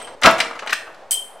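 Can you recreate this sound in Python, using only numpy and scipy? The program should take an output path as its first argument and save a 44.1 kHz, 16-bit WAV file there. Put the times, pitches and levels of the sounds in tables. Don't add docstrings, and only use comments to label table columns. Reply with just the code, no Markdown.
import sys
import numpy as np
from scipy import signal
from scipy.io import wavfile
from scipy.ndimage import uniform_filter1d

SR = 44100
rng = np.random.default_rng(int(sys.argv[2]) if len(sys.argv) > 2 else 0)


def to_wav(sig):
    pcm = np.clip(np.atleast_2d(sig), -1, 1) * 32767
    pcm = np.round(pcm).astype(np.int16)
    wavfile.write(sys.argv[1], SR, pcm.T)


def natural_amplitude(level_db):
    exponent = np.asarray(level_db, float) / 20
    return 10 ** exponent


N = 61739
LEAD = 4410
LN_1000 = np.log(1000)
SIDES = np.array([[1], [-1]])


def curve(table, hz):
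    table = np.array(table, float)
    return np.interp(np.log(hz), np.log(table[:, 0]), table[:, 1])


def band(x, hz, width):
    return signal.lfilter(*signal.iirpeak(min(hz, .44 * SR), 1 / max(width, .01), fs=SR), x)


def high_pass(x, order, hz):
    return signal.sosfilt(signal.butter(order, hz, "high", fs=SR, output="sos"), x)


def unit(x):
    return x / np.sqrt(np.mean(x ** 2))


def add(out, x, s):
    i = LEAD + int(s * SR)
    x = x[:len(out) - i]
    out[i:i + len(x)] += x


def rattle(ms):
    if ms == 0:
        return np.ones(1)
    attack_ms = min(0.97, ms)
    t_ms = np.arange(SR // 15) / SR * 1000
    grit = rng.standard_normal(len(t_ms)) * np.sqrt(rng.exponential(size=len(t_ms)))
    return grit * (1 - np.exp(-t_ms / attack_ms)) ** 2 * np.exp(-t_ms / max(ms, .1))


def ring(x, modes, damp=0.6, rough=0.):
    scatter_db, rough_ms, rise_ms = 1.5, 6, 1.5
    t = np.arange(SR // 3)[:, None] / SR
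    hz, db, t60 = np.array(modes, float).T
    level_chance, pitch_chance = rng.standard_normal((len(modes), 2)).T
    phase = 2 * np.pi * hz * (1 + pitch_chance / 2000) * t
    tone = np.sin(phase)
    if rough:
        k = int(rough_ms * SR / 1000)
        noise = rng.standard_normal((2, len(t), len(hz)))
        wobble = uniform_filter1d(noise, size=k, axis=1) * np.sqrt(k) * rough
        tone = tone * (1 + wobble[0]) + np.cos(phase) * wobble[1]
        tone = tone * (1 - np.exp(-t * 1000 / rise_ms))
    decay = np.exp(-LN_1000 * t / (t60 * damp))
    response = (tone * decay) @ natural_amplitude(db + scatter_db * level_chance)
    y = signal.fftconvolve(x, response)
    return y / np.sqrt(np.max(uniform_filter1d(y ** 2, size=200)))


def struck(hits, modes, rough=0., push=False):
    out = np.zeros(N + LEAD)
    for s, db, ms in hits:
        hit = rattle(ms)
        if push:
            hit = np.abs(hit)
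        add(out, natural_amplitude(db) * ring(hit, modes, rough=rough), s)
    return out


def clinks(hits, pitches, modes):
    return struck(hits, [(hz, *m) for hz, m in zip(pitches, modes)], rough=.5)


# [f/Hz, side/dB]
ROOM_SIDE = [(40, -18), (130, -32), (400, -20), (1500, -14), (5000, -9), (12000, -2)]


def bands(count, size):
    for hz in 30 * 2 ** (np.arange(count) / 2):
        mid, side = (unit(band(band(rng.standard_normal(size), hz, 0.63), hz, 0.63)) for _ in range(2))
        yield hz, mid + natural_amplitude(curve(ROOM_SIDE, hz)) * side * SIDES


# [f/Hz, level/dB per Hz]
HUM = [(30, -20), (150, -18.5), (300, -20.5), (550, 2.5), (1150, -12), (2000, -20), (9000, -34.5),
       (13000, -63)]


def hum():
    level_db, flicker_db = -43, 2
    out = 0
    for hz, noise in bands(count=19, size=N):
        walk = uniform_filter1d(rng.standard_normal(N), size=2000)
        walk = unit(uniform_filter1d(walk, size=2000))
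        out = out + noise * natural_amplitude(curve(HUM, hz) + flicker_db * walk) * np.sqrt(hz)
    return unit(out) * natural_amplitude(level_db)


# [t/s, level/dB,
# contact f/Hz, rattle/ms, panel ring/dB]
CONTACTS = [(-.03, -30.5, 2020, 7.2, 2), (0.013, -39.5, 1540, 7.3, -5), (0.071, -44, 1400, 15, 1.5),
            (0.214, -38, 6130, 8.4, 3), (0.2207, -22, 1400, 11, -4), (0.2327, -12, 2200, 11.4, 0),
            (0.2456, -11.5, 950, 9.7, 1), (0.251, -7, 1220, 23, -2.5), (0.257, -4.5, 1990, 5, -4),
            (.264, -9.5, 1410, 3.4, -1.5), (0.2739, -26.5, 1110, 2.1, 13.5), (.279, -13, 910, 18, -11),
            (0.31, -31.5, 9000, 2.3, -8),
            (0.38, -30, 3000, 18, -23), (.387, -24, 1750, 2.2, -2), (.391, -23, 790, 10, -31),
            (0.4013, -12, 2120, 8.1, -29), (0.509, -35, 1490, 3.3, 4.5), (.552, -42, 1830, 13, 11.5),
            (.59, -27.5, 1760, 9.7, -19), (.621, -36, 1119, 16, 4), (.662, -44, 6000, 2, 15.5),
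            (.672, -24, 1670, 7.8, -8.5), (0.693, -25, 1530, 15, -17), (0.704, -32, 3500, 6.1, -6),
            (0.7284, -20.5, 3400, 6.7, -8.5), (0.867, -49.5, 920, 17, 9.5), (0.944, -50, 2500, 4, 6),
            (1.1088, -18, 8440, 1.5, -24), (1.1148, -21.5, 10500, 20.5, -49)]
# [f/Hz, level/dB, t60/s]
PANEL = [(269, -4.5, 0.14), (332.4, -10.5, 0.29), (466.6, -13, 0.37), (654.9, -1.5, 0.2), (768, -7, 0.29),
         (840, -2, 0.065), (897, 2, 0.082), (988, -6.5, 0.3), (1106.6, -5.5, 0.31), (1241, 6.5, 0.071),
         (1316, 0.5, 0.17), (1428, 3, 0.097), (1632, -3.5, .1), (1989, -6.5, 0.12)]


def door():
    hard_db, leak_hard_db, leak_soft_db = -13, -6, -24
    contact_width, contact_top, light_cut_hz = 0.5, 4.41, 380
    panel_damp, panel_rough = 0.53, .4
    out = np.zeros(N + LEAD)
    for s, db, hz, ms, ring_db in CONTACTS:
        hard = db > hard_db
        hit = rattle(ms)
        crack = band(hit, hz, contact_width)
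        soft = signal.lfilter(*signal.butter(2, min(contact_top * hz, .4 * SR), fs=SR), crack)
        crack = soft + natural_amplitude(leak_hard_db if hard else leak_soft_db) * crack
        peak = np.sqrt(np.max(uniform_filter1d(crack ** 2, size=100)))
        add(out, natural_amplitude(db) * crack / peak, s)
        body = ring(hit, PANEL, panel_damp, panel_rough * hard)
        if not hard:
            body = high_pass(body, 2, light_cut_hz)
        add(out, natural_amplitude(db + ring_db) * body, s)
    return out


# [t/s, level/dB, rattle/ms]
CLINKS_B = [
    (-.03, -37, 0),
    (.02, -44, 0.0054),
    (.045, -43.5, 0.037),
    (.385, -38, 0.0094),
    (.662, -49, 0.0036),
    (.7285, -31.5, 0.025),
]
METAL_B_HZ = [3144, 3105, 8230, 8370, 9780, 14200]
# [level/dB, t60/s]
METAL_B = [(5, .25), (-3, 0.4), (11.5, 0.089), (2, 0.28), (-7, 0.22), (-22, 0.088)]


def early_clinks():
    return clinks(CLINKS_B, METAL_B_HZ, METAL_B)


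# [f/Hz, t60/s]
ROOM_T60 = [(100, .5), (400, 0.78), (1500, 0.69), (5000, 0.2641), (12000, 0.46)]
# [f/Hz, level/dB]
ROOM_DB = [(100, -12), (400, -7), (1500, -9.5), (5000, -3), (12000, -8), (15000, -24)]


def room(x):
    rise_ms = 1.4
    t = np.arange(SR * 3 // 4) / SR
    echo = 0
    for hz, noise in bands(count=19, size=len(t)):
        t60 = curve(ROOM_T60, hz)
        level = natural_amplitude(curve(ROOM_DB, hz)) * np.sqrt(hz / t60) / SR * 4
        echo = echo + noise * np.exp(-LN_1000 * t / t60) * level
    echo = echo * (1 - np.exp(-t * 1000 / rise_ms))
    return signal.fftconvolve(x[None], echo, axes=1)[:, :len(x)]


# [t/s, level/dB, push/ms]
THUDS = [
    (.246, -27.5, 1.2),
    (.267, -23, 1.5),
    (.335, -40, 3),
    (.875, -55, 3.6),
]
# [f/Hz, level/dB, t60/s]
CABINET = [(45, -31, .05), (79.4, -29, .08), (115.5, 3, 0.5), (150, 15, 0.21), (203, -29, .1),
           (263, -3, 0.19)]


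def thuds():
    return struck(THUDS, CABINET, push=True)


# [t/s, level/dB, rattle/ms]
TAPS = [
    (.7225, -22, 2.4),
    (.726, -15, 2.3),
    (.7285, -15, 1.25),
]
# [f/Hz, level/dB, t60/s]
BOX = [(1444, 1.5, 0.027), (1544, 5, 0.015), (1667, -6, 0.046), (2200, -6.5, 0.01), (2500, -5, 0.014),
       (2990, -21, 0.0061), (3310, -23, .012), (3600, -4, 0.018)]


def box_taps():
    return signal.lfilter(*signal.butter(2, 560, "high", fs=SR), struck(TAPS, BOX, rough=.8))


# [t/s, level/dB, rattle/ms]
CLINKS_A = [
    (1.1085, -21, 0.00064),
    (1.1155, -14, 0.0043),
    (1.129, -20, 0),
    (1.146, -29, 0),
]
METAL_A_HZ = [8078, 8205, 8323, 8581, 9400, 9785, 9928, 10720, 11000, 11330, 14110]
# [level/dB, t60/s]
METAL_A = [(-2.5, 0.36), (11, 0.073), (-17, 0.18), (-6, 0.088), (-5, 0.081), (4, 0.17), (-21, .06),
           (-6, 0.042), (-8, 0.074), (-21, 0.039), (-13, 0.087)]


def late_clinks():
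    return clinks(CLINKS_A, METAL_A_HZ, METAL_A)


# [t/s, level/dB, rattle/ms]
ROCKS = [
    (1.1095, -28.5, 0.0022),
    (1.129, -25.5, 0),
    (1.146, -27, 0),
    (1.237, -47.5, 0.0094),
]
# [f/Hz, level/dB, t60/s]
METAL_LOW = [(3103, 0, .3), (3160, -1, .25), (3125, -8, .8)]


def rocks():
    return struck(ROCKS, METAL_LOW, rough=.25)


def near_walls(dry, left):
    near_db, side_db, side_hz, left_db = 2.5, -3.5, 9000, -20
    bounce = rng.standard_normal(40) / np.sqrt(40)
    treble = signal.lfilter(*signal.butter(1, side_hz, "high", fs=SR), signal.lfilter(bounce, 1, dry))
    side = natural_amplitude(side_db) * treble + natural_amplitude(left_db) * left
    return natural_amplitude(near_db) * (dry + side * SIDES)


def scene():
    low_cut_hz, pan_db = 102, 0.13
    left = late_clinks() + rocks()
    dry = door() + early_clinks() + box_taps() + left
    dry = high_pass(dry, 4, low_cut_hz) + thuds()
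    pan = natural_amplitude(pan_db * SIDES / 2)
    return ((near_walls(dry, left) + room(dry)) * pan)[:, LEAD:] + hum()


def low_pass(x):
    return signal.sosfilt(signal.butter(12, 16150, fs=SR, output="sos"), x)


def record(dry):
    duck_s, duck_ramp_s, before_duck_db = .153, .002, 5
    drive_db, top_hz, offset = -1.5, 15700, -0.0033
    t = np.arange(N) / SR
    x = dry * natural_amplitude(drive_db + before_duck_db * np.clip((duck_s - t) / duck_ramp_s, 0, 1))
    x = signal.sosfilt(signal.ellip(8, .2, 60, top_hz, fs=SR, output="sos"), x) + offset
    return low_pass(np.clip(x, -1, 1))


dry = scene()
out = record(dry)
to_wav(out)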